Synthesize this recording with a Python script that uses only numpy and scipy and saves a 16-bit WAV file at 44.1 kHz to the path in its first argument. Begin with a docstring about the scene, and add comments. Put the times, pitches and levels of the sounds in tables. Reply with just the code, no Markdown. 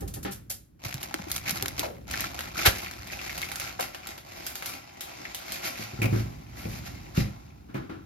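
"""A plastic zip bag is picked up, shaken open, loaded with cheese and pinched shut: filtered streams of crease
ticks, cracking snaps, flapping walls and low jolts. Ahead of it come a few rasping strokes on a steel box
grater, noise pulsed by its teeth, and knocks of the baking tray, a set of damped modes. Later the fridge is
opened and the bag put away, with booming cabinet modes, rattles and dull clunks. A small kitchen adds
decaying reflections, over low rumble and still air, heard by two close microphones."""
import sys
import numpy as np
from scipy import signal
from scipy.fft import rfft, irfft, next_fast_len
from scipy.io import wavfile

SR = 44100
rng = np.random.default_rng(int(sys.argv[2]) if len(sys.argv) > 2 else 0)


def waveform_to_disk(signal):
    """Save audio, clipped to [-1, 1], as 16-bit WAV at the path in sys.argv[1]."""
    frames = np.transpose(np.atleast_2d(signal))
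    scaled = np.clip(frames, -1, 1) * 32767
    samples = np.round(scaled).astype(np.int16)
    wavfile.write(sys.argv[1], SR, samples)


N = 355181
TIME = np.arange(N) / SR  # s
PADDED = next_fast_len(N + SR, True)
FREQ = np.maximum(np.arange(PADDED // 2 + 1) * SR / PADDED, 1)  # Hz

# spectrum of low movement in floor, worktop and wafted air: f/Hz, level/dB
BOARD_SPECTRUM = [(25, -22), (55, 4.5), (110, 1), (170, -4), (320, -8.5), (480, -23.5), (4000, -42.5)]
# close by, single creases stand out; further off they merge: t/s, base crease rate/(1/s), room over direct/dB
BAG_DISTANCE = [(1.7, 510, -12.5), (2.4, 380, -6), (4.8, 450, 0.5), (6.6, 5200, -3.5)]


def undb(db):
    """Decibels to gain."""
    return 10 ** (np.asarray(db) / 20)


def unit(x):
    """Scale to rms 1."""
    return x / np.sqrt(np.mean(x ** 2) + 1e-20)


def curves(table):
    """Each column of a timed table, sample by sample."""
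    s, *columns = np.transpose(table)
    return [np.interp(TIME, s, c) for c in columns]


def on_log(hz, points):
    """Read (Hz, value) points on a log-frequency axis."""
    f, value = np.transpose(points)
    return np.interp(np.log(hz), np.log(f), value)


def colour(x, points):
    """Minimum-phase filter with the given spectrum shape; white noise keeps its level."""
    cepstrum = irfft(np.log(unit(undb(on_log(FREQ, points)))))
    # folding the cepstrum makes the filter causal
    cepstrum[1:PADDED // 2] *= 2
    cepstrum[PADDED // 2 + 1:] = 0
    response = np.exp(rfft(cepstrum))
    return irfft(rfft(x, PADDED) * response)[..., :N]


def lowpass(x, hz, order=1):
    """Gentle loss of treble."""
    return signal.sosfilt(signal.butter(order, min(hz, SR / 2 - 1), fs=SR, output="sos"), x)


def highpass(x, hz, order):
    """Loss of bass."""
    return signal.sosfilt(signal.butter(order, hz, "high", fs=SR, output="sos"), x)


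def resonate(x, hz, q):
    """One resonance, gain 1 at its centre."""
    return signal.lfilter(*signal.iirpeak(min(hz, SR / 2 - 1), max(q, 1), fs=SR), x)


def fade(t, t60):
    """Falls 60 dB in t60 seconds."""
    return np.exp(-np.log(1000) * t / t60)


def walk(hz):
    """Slow random drift with rms 1, moving no faster than about hz."""
    return unit(lowpass(rng.standard_normal(N), hz, order=2))


def burst(swell_s, t60):
    """Stereo noise that swells and dies away."""
    t = TIME[:int((swell_s + t60) * SR) + 2]
    noise = rng.standard_normal((2, SR))[:, :len(t)]
    swell = np.minimum(t / swell_s, 1)
    return noise * swell * fade(np.maximum(t - swell_s, 0), t60)


def add(track, s, x):
    """Mix x into the track at s seconds."""
    i = max(int(s * SR), 0)
    track[:, i:i + x.shape[-1]] += x[..., :max(N - i, 0)]


def knock(modes, hz, q, clatter, dense_db, dense_t60):
    """A push rings the main modes and a wash of small ones; soft contact dulls it, loose parts keep nudging it."""
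    t = TIME[:SR // 2]
    ring = 0
    for (f, db), (detune, size) in zip(modes, rng.standard_normal((len(modes), 2))):
        # damping grows with the root of frequency; q holds at the lowest mode
        decay = np.exp(-np.pi * np.sqrt(f * modes[0][0]) * t / q)
        ring = ring + undb(db + 2 * size) * np.cos(2 * np.pi * f * (1 + 0.017 * detune) * t) * decay
    push = clatter * burst(0.0055, 0.069)
    push[:, 0] += 1
    main = signal.fftconvolve(push, ring[None])[:, :len(t)]
    wash = lowpass(rng.standard_normal(main.shape) * fade(t, dense_t60), 2 * hz, order=2)
    struck = lowpass(unit(main) + undb(dense_db) * unit(wash), hz)
    return unit(struck) / np.sqrt(50)  # as much energy as 10 ms at rms 1


def background(rumble_db=6, air_db=-74):
    """Low rumble of someone moving about, over the still air of the room; both are filtered noise."""
    # rumble in floor and worktop, before the rumble_db gain: t/s, level/dB
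    rumble_course = [(0.0, -42), (0.22, -47.5), (0.69, -62.5), (1.6, -48), (4.06, -59.5), (5.9, -67),
                     (6.12, -38.5), (6.45, -51.5), (6.75, -46), (7.4, -54.5)]
    db, = curves(rumble_course)
    rumble = colour(rng.standard_normal((2, N)) * undb(db + rumble_db), BOARD_SPECTRUM)
    air = unit(lowpass(rng.standard_normal((2, N)), 200))
    return rumble + undb(air_db) * air


def kitchen(x, seconds=0.33):
    """Diffuse reflections off cupboards and walls: noise that decays octave by octave."""
    # decay time of the room: f/Hz, T60/s
    room_decay = [(100, 0.44), (15000, 0.3)]
    t = TIME[:int(min(seconds, 1) * SR)]
    noise = rng.standard_normal((2, SR))[:, :len(t)]
    bins_hz = np.arange(len(t) // 2 + 1) * SR / len(t)
    tail, below = 0, 0
    for hz in SR / 2 / 2 ** np.arange(8)[::-1]:
        upto = irfft(rfft(noise) * (bins_hz <= hz), len(t))
        octave = upto - below
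        tail = tail + octave * fade(t, on_log(hz / np.sqrt(2), room_decay))
        below = upto
    tail = tail * (1 - np.exp(-t / 0.00085))  # reflections build up over about a millisecond
    return signal.fftconvolve(x, unit(tail) / np.sqrt(len(t)), axes=1)[:, :N]


def ring_along(x, q=34):
    """Hollow metal and nearby surfaces ring along with every sound as narrow resonances."""
    # resonances of the surroundings: f/Hz, level/dB
    surroundings = [(540, 4), (790, -15), (1370, -5), (2150, -7)]
    return x + sum(undb(db) * resonate(x, hz, q) for hz, db in surroundings)


def microphones(x):
    """The two ports hear alike in some bands and apart in others, with a phase lead on the left."""
    # likeness of the ports: f/Hz, correlation (0-1), left lead/rad
    ports = [(162, 0.9, 0), (448, 0.2, 2.5), (783, 0.72, 4), (2000, 0.2, -1.5), (5500, 0.25, 2),
             (8500, .93, 3.1), (10400, .7, 4.6), (11900, .96, 6.2), (13300, .95, 6.4), (15300, .6, 9.2)]
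    # balance of the ports: f/Hz, left minus right/dB
    balance = [(130, -2.5), (260, 2.5), (550, 2), (3500, -.5)]
    hz, likeness, lead = np.transpose(ports)
    likeness = np.clip(np.interp(FREQ, hz, likeness), 0, 1)
    lead = np.interp(FREQ, hz, lead)
    a, b = rfft(x, PADDED)
    common = (a + b) * np.sqrt(1 + likeness) / 2
    apart = (a - b) * np.sqrt(1 - likeness) / 2
    left_gain = undb(on_log(FREQ, balance) / 2)
    left = (common + apart) * left_gain
    right = (common - apart) * np.exp(-1j * lead) / left_gain
    return irfft(np.array([left, right]))[:, :N]


def clunks(swell_s=0.0031, t60=0.4, slower_per_db=1.1):
    """Things set down and nudged: blunt noise bursts, little treble; the gentler, the slower they swell."""
    # dull contacts: t/s, level/dB
    contacts = [(5.155, -53), (6.13, -31.5), (7.68, -46), (7.744, -31.5), (7.892, -35.5)]
    # their colour: f/Hz, level/dB
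    clunk_spectrum = [(150, 3), (320, 17), (520, -4.5), (1200, 1), (2400, -10.5), (3500, -14.5),
                      (12000, -36)]
    out, loudest = np.zeros((2, N)), max(db for _, db in contacts)
    for s, db in contacts:
        slower = undb(slower_per_db * (loudest - db))
        add(out, s, undb(db) * burst(swell_s * slower, t60))
    return colour(out, clunk_spectrum)


def fridge(q=9, clatter=0.067, dense_db=-9, dense_t60=0.34, thin=0.2,
           bounce_s=0.011, bounce_db=-1.0, rattle_t60=0.054, count=4):
    """The cabinet booms at each tug and bump, with less bass for a sharp contact; things on its shelves bounce."""
    # bumps of door and shelves: t/s, level/dB, contact lowpass f/Hz
    cabinet_bumps = [(5.795, -33, 400), (5.935, -32, 110), (5.99, -27.5, 293), (6.017, -20.5, 596),
                     (6.044, -17.5, 503), (6.127, -17.5, 179), (6.163, -25.5, 220), (6.655, -26, 380),
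                     (7.177, -14.5, 116), (7.746, -25.5, 800)]
    # cabinet modes: f/Hz, level/dB
    cabinet_modes = [(62, -6.5), (78, -15.5), (111, 8.5), (130, 5.5), (163, 1.5), (205, 5), (250, 0),
                     (311, 1.5)]
    # clatter of things in the door: t/s, level/dB
    door_rattles = [(6.017, -24.5), (6.16, -53), (7.742, -44)]
    # its colour: f/Hz, level/dB
    rattle_spectrum = [(300, -22), (1000, -1), (1700, -7), (2400, 9.5), (3200, -9.5), (15000, -14)]
    boom, rattle = np.zeros((2, 2, N))
    for s, db, hz in cabinet_bumps:
        x = undb(db) * knock(cabinet_modes, hz, q, clatter, dense_db, dense_t60)
        add(boom, s, x - lowpass(x, thin * hz))
    for s, db in door_rattles:
        for k in range(count):
            bounce_time = s + k * bounce_s * rng.uniform(0.64, 1.2)
            add(rattle, bounce_time, undb(db + k * bounce_db) * burst(0.0021, rattle_t60))
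    return boom + colour(rattle, rattle_spectrum)


def tray(q=10, clatter=0.13, dense_db=-3, dense_t60=0.29):
    """Grater and hand bump the baking tray and the worktop under it, and short damped modes ring."""
    # bumps: t/s, level/dB, contact lowpass f/Hz
    bumps = [(0.019, -31, 362), (0.163, -38, 704), (.250, -26.5, 2380), (0.275, -32.5, 1500),
             (1.621, -32, 900), (1.79, -33, 500)]
    # tray modes: f/Hz, level/dB
    tray_modes = [(130, -2.5), (190, -1.5), (290, 4), (390, 4), (800, 7), (1250, -1), (1750, 5)]
    out = np.zeros((2, N))
    for s, db, hz in bumps:
        add(out, s, undb(db) * knock(tray_modes, hz, q, clatter, dense_db, dense_t60))
    return out


def grater(teeth_hz=420, catch=0.93, stroke_t60=0.155):
    """Rows of teeth catch and let go unevenly; the thin steel makes a broad, bright scrape of it."""
    # strokes over the teeth: t/s, level/dB, swell/s
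    strokes = [(.005, -43, 0.0013), (0.076, -40, 0.0017), (0.137, -35.5, 0.003), (0.227, -38.5, 0.0041),
               (0.306, -37, 0.02), (0.497, -27.5, 0.0059)]
    # colour of the thin steel: f/Hz, level/dB
    steel_spectrum = [(200, -20), (700, 0), (1000, -8), (4000, -1), (9000, 5), (14500, 0), (16500, -26)]
    out = np.zeros((2, N))
    # the tooth rate wanders widely about its median, teeth_hz
    tooth_rate = teeth_hz * np.exp(2.1 * unit(lowpass(rng.standard_normal(N), 200)))
    phase = np.cumsum(tooth_rate) / SR % 1
    for s, db, swell_s in strokes:
        add(out, s, undb(db) * burst(swell_s, stroke_t60))
    return colour(out * unit(np.exp(-phase / catch)), steel_spectrum)


def thumps(rise_s=0.0018, t60=0.05, scuff=0.23):
    """Grabbing and shaking the bag: each jolt is a few low cycles with a little dull scuffing."""
    # dull jolts: t/s, level/dB, pitch f/Hz
    jolts = [(0.859, -25.5, 110), (0.945, -24, 131), (1.143, -24, 316), (1.195, -27.5, 184),
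             (1.268, -30, 325), (1.526, -29, 190), (2.675, -10.5, 78)]
    out, t = np.zeros((2, N)), TIME[:SR // 2]
    for s, db, hz in jolts:
        scuffing = scuff * lowpass(rng.standard_normal(len(t)), 2 * hz)
        swing = np.sin(2 * np.pi * hz * t) + scuffing
        add(out, s, undb(db) * swing * fade(t, t60) * (1 - np.exp(-t / rise_s)))
    return out


def pop(hz, swell_s=0.00055, t60=0.057, q=6.6):
    """A large dent pops through: a short dry burst, broadly centred on one pitch."""
    return unit(resonate(burst(swell_s, t60), hz, q)) / 2


def flaps(pouch_q=3.1, pouch_hz=440, taut_rise=0.9, slacken_t60=0.3):
    """A wall pulls taut in a rush of noise and rings the pouch, sinking as it slackens; large dents pop through."""
    # flapping walls: t/s, level/dB, swell/s, fade T60/s, pouch resonance level/dB
    wall_flaps = [(1.828, -44.5, 0.0061, 0.43, 14), (2.650, -11, 0.015, 0.12, -18),
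                  (3.790, -35.5, 0.0092, 0.08, 10)]
    # colour of the rush: f/Hz, level/dB
    rush_spectrum = [(60, -7), (700, 0), (2300, -1), (8000, -9.5), (13000, -9.5), (16500, -24)]
    # large dents in the film: t/s, level/dB, pitch f/Hz
    large_dents = [(1.109, -43, 810), (1.19, -40.5, 835), (1.459, -37.5, 2290), (2.139, -32, 1610),
                   (2.241, -34.5, 1400), (3.131, -37.5, 2420), (3.189, -38, 2440), (3.294, -36, 2170),
                   (3.427, -31.5, 2230), (5.252, -36.5, 2130)]
    rush, pouch = np.zeros((2, 2, N))
    for s, db, swell_s, t60, pouch_db in wall_flaps:
        x = undb(db) * burst(swell_s, t60)
        add(rush, s, x)
        t = TIME[:x.shape[1]]
        steady = resonate(resonate(x, pouch_hz, pouch_q / 2), pouch_hz, pouch_q / 2)
        # read fast at first, then slower, so the pitch sinks towards pouch_hz
        sinking = np.cumsum(1 + taut_rise * fade(t, slacken_t60)) / SR
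        ring = np.array([np.interp(sinking, t, c) for c in steady])
        add(pouch, s, undb(pouch_db) * x.std() * unit(ring))
    for s, db, hz in large_dents:
        add(pouch, s, undb(db) * pop(hz))
    return colour(rush, rush_spectrum) + pouch


def snaps(crack_db=5.5, crack_t60=.007, flutter_db=-5, flutter_per_db=.5, flutter_t60=.05, split_hz=3200):
    """A large crease cracks and the film flutters after it, more so far off; tight creases have less body."""
    # single creases snapping through: t/s, level before crack and flutter gains/dB, body over treble/dB
    large_creases = [(0.912, -40, -14), (0.942, -27, -2), (1.030, -25, -9), (1.142, -28, 7.5),
                     (1.316, -18, -17), (1.363, -21, -8.5), (1.495, -33.5, -18), (1.509, -20, -23),
                     (1.625, -20.5, -27), (1.659, -27, 4), (1.682, -22.5, -12), (1.794, -17, -18),
                     (2.112, -26.5, -3), (2.207, -21.5, -18), (2.391, -28, 5), (2.407, -30.5, 5.5),
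                     (2.784, -31.5, -3), (2.912, -35, 0), (3.073, -37, -1), (3.380, -30, -1),
                     (3.417, -28.5, 2), (3.517, -29.5, 5), (3.558, -26, -7), (3.599, -25, -2),
                     (3.798, -32, 5), (3.808, -24.5, 2), (3.947, -38, 11.5), (4.071, -30.5, -1.5),
                     (4.179, -39.5, 9), (4.466, -22, -12.5), (4.555, -28.5, 1), (4.624, -35.5, 10),
                     (4.659, -23.5, -9), (5.008, -25, -7), (5.347, -26, -6), (5.521, -23.5, -12)]
    # their colour: f/Hz, level/dB
    snap_spectrum = [(100, -23), (700, 9.5), (2300, 5), (8000, 3.5), (13000, 4), (16500, -7.5)]
    top, body = np.zeros((2, 2, N))
    _, room_db = curves(BAG_DISTANCE)
    for s, db, body_db in large_creases:
        after_db = flutter_db + flutter_per_db * room_db[int(s * SR)]
        crack = undb(db + crack_db) * burst(0.000067, crack_t60)
        flutter = undb(db + after_db) * burst(0.0029, flutter_t60)
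        for x in crack, flutter:
            add(top, s, x)
            add(body, s, undb(body_db) * x)
    treble = highpass(top, split_hz, order=2)
    # second-order halves meet in opposite phase, hence the minus
    return colour(treble - lowpass(body, split_hz, order=2), snap_spectrum)


def crinkle(per_s, spread_db=4, crease_t60=0.01):
    """Tiny creases give dry ticks at random, most weak and a few strong."""
    sizes = undb(spread_db * np.minimum(rng.standard_exponential(N), 3))
    creased = rng.random(N) < per_s / SR
    energy = sizes ** 2 * creased / per_s
    # energy falls twice as fast in dB as amplitude
    decaying = signal.lfilter([1], [1, -fade(2 / SR, crease_t60)], energy + 1e-18)
    return unit(rng.standard_normal((2, N)) * np.sqrt(decaying))


def dents(per_s=55, q=6):
    """Small dents flip now and then: dry, papery ticks, each size with its own colour."""
    # pitches of small dents in the film: f/Hz
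    dent_pitches = [1350, 2045, 2420]
    return unit(sum(resonate(crinkle(per_s), hz, q) for hz in dent_pitches))


def handling(attack_s=0.034, release_t60=0.085, sway_crisp_db=-8):
    """Rustle strength of the whole film and of its crisp top: each grip rises, holds and lets go over the sway."""
    # grips, tugs and shoves that crumple the bag: t/s, length/s, level/dB, crispness/dB
    bag_grips = [(0.819, 0.11, -40.5, -3), (0.997, 0.051, -43, 0), (1.274, 0.11, -44.5, 5),
                 (1.453, 0.052, -32, -1), (1.537, 0.041, -37.5, 1), (1.754, 0.097, -40, -6.5),
                 (2.099, 0.16, -37.5, -6.5), (2.542, 0.16, -34, -5.5), (2.733, 0.14, -42, -3.5),
                 (3.09, 0.042, -38.5, -2.5), (3.195, 0.45, -45, -3.5), (3.576, 0.12, -39.5, -7),
                 (3.778, 0.056, -37.5, -8.5), (4.02, 0.095, -45.5, -11), (4.253, 0.21, -48, -4.5),
                 (4.63, 0.12, -43.5, -3), (5.448, 0.12, -41, -4), (5.615, 0.063, -33.5, -2),
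                 (5.746, 0.094, -42.5, -2.5), (6.093, 0.12, -46, -2.5), (6.548, 0.24, -49, -0.5),
                 (6.832, 0.043, -42, -4.5), (7.138, 0.073, -37, -3)]
    # between grips the bag sways and whispers: t/s, level/dB
    bag_sway = [(.79, -68.5), (.83, -49), (1.25, -50.5), (1.6, -43), (2.04, -66), (2.09, -44), (2.6, -46.5),
                (2.95, -51), (3.2, -44), (3.7, -52.5), (4.24, -57), (4.5, -51), (4.95, -55.5), (5.1, -48),
                (5.9, -48.5), (6.45, -59), (6.75, -53.5), (7.25, -55.5), (7.65, -69)]
    sway = undb(curves(bag_sway)[0]) * (TIME > bag_sway[0][0])
    film_power, crisp_power = sway ** 2, (sway * undb(sway_crisp_db)) ** 2
    for s, length, db, crisp_db in bag_grips:
        rise = np.clip((TIME - s) / attack_s, 0, 1)
        release = fade(np.clip(TIME - s - length, 0, 1), release_t60)
        grip = undb(db) * rise * release
        film_power = film_power + grip ** 2
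        crisp_power = crisp_power + (grip * undb(crisp_db)) ** 2
    return np.sqrt(film_power), np.sqrt(crisp_power)


def bag(cluster_db=4, shimmer_db=1.0, buckle_per_db=0.5, waft_db=-14, dents_db=-4,
        slack_db=-48, hollow_per_db=0.38):
    """Hard handling buckles more creases, in clusters, and wafts air; taut film is crisp, the slack pouch hollow."""
    # colours of film, crisp top and hollow pouch: f/Hz, level/dB
    film_spectrum = [(700, -7), (1350, -1), (2350, 6.5), (3000, 1.5), (4300, 1.5), (7500, -0.5),
                     (12000, -33.5)]
    crisp_spectrum = [(2600, -11), (3800, 2), (10000, 1.5), (14000, 0.5), (16500, -37)]
    hollow_spectrum = [(150, -0.5), (340, 8), (490, -8), (700, 11.5), (1100, 7.5), (1800, -41.5)]
    film, crisp = handling()
    per_s, _ = curves(BAG_DISTANCE)
    effort_db = np.maximum(20 * np.log10(film + 1e-9) - slack_db, -10)
    crowding = undb(buckle_per_db * effort_db + cluster_db * walk(20))
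    creases = crinkle(np.maximum(per_s, 1) * crowding)
    # the gentler the handling, the more of the hollow pouch
    hollow = film * undb(-hollow_per_db * effort_db)
    rustle = 0
    for gain, spectrum in (film, film_spectrum), (crisp, crisp_spectrum), (hollow, hollow_spectrum):
        # the folds keep changing shape, so each register swells and sinks on its own
        shimmer = undb(shimmer_db * walk(13.3))
        rustle = rustle + colour(creases * gain * shimmer, spectrum)
    waft = colour(rng.standard_normal((2, N)) * film * undb(waft_db), BOARD_SPECTRUM)
    return waft + undb(dents_db) * film * dents() + rustle


def scene(near_room_db=-11, flap_room_db=-12, fridge_room_db=-7):
    """Grater and tray stand close; the bag's share of room over direct sound shifts as it is carried off."""
    near = grater() + tray()
    plastic = bag() + snaps()
    flap = flaps() + thumps()
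    far = fridge() + clunks()
    wet = undb(curves(BAG_DISTANCE)[1])
    plastic = plastic / np.sqrt(1 + wet ** 2)  # direct and room power together stay constant
    to_room = undb(near_room_db) * near + wet * plastic + undb(flap_room_db) * flap + undb(fridge_room_db) * far
    room = kitchen(to_room)
    return microphones(ring_along(near + plastic + flap + far + room) + background())


def record(dry, low_cut_hz=48, top_hz=16500):
    """The recorder drops the deepest bass and cuts the top steeply."""
    thinned = highpass(dry, low_cut_hz, order=3)
    return signal.sosfilt(signal.ellip(8, .2, 70, top_hz, fs=SR, output="sos"), thinned)


dry = scene()
out = record(dry)
waveform_to_disk(out)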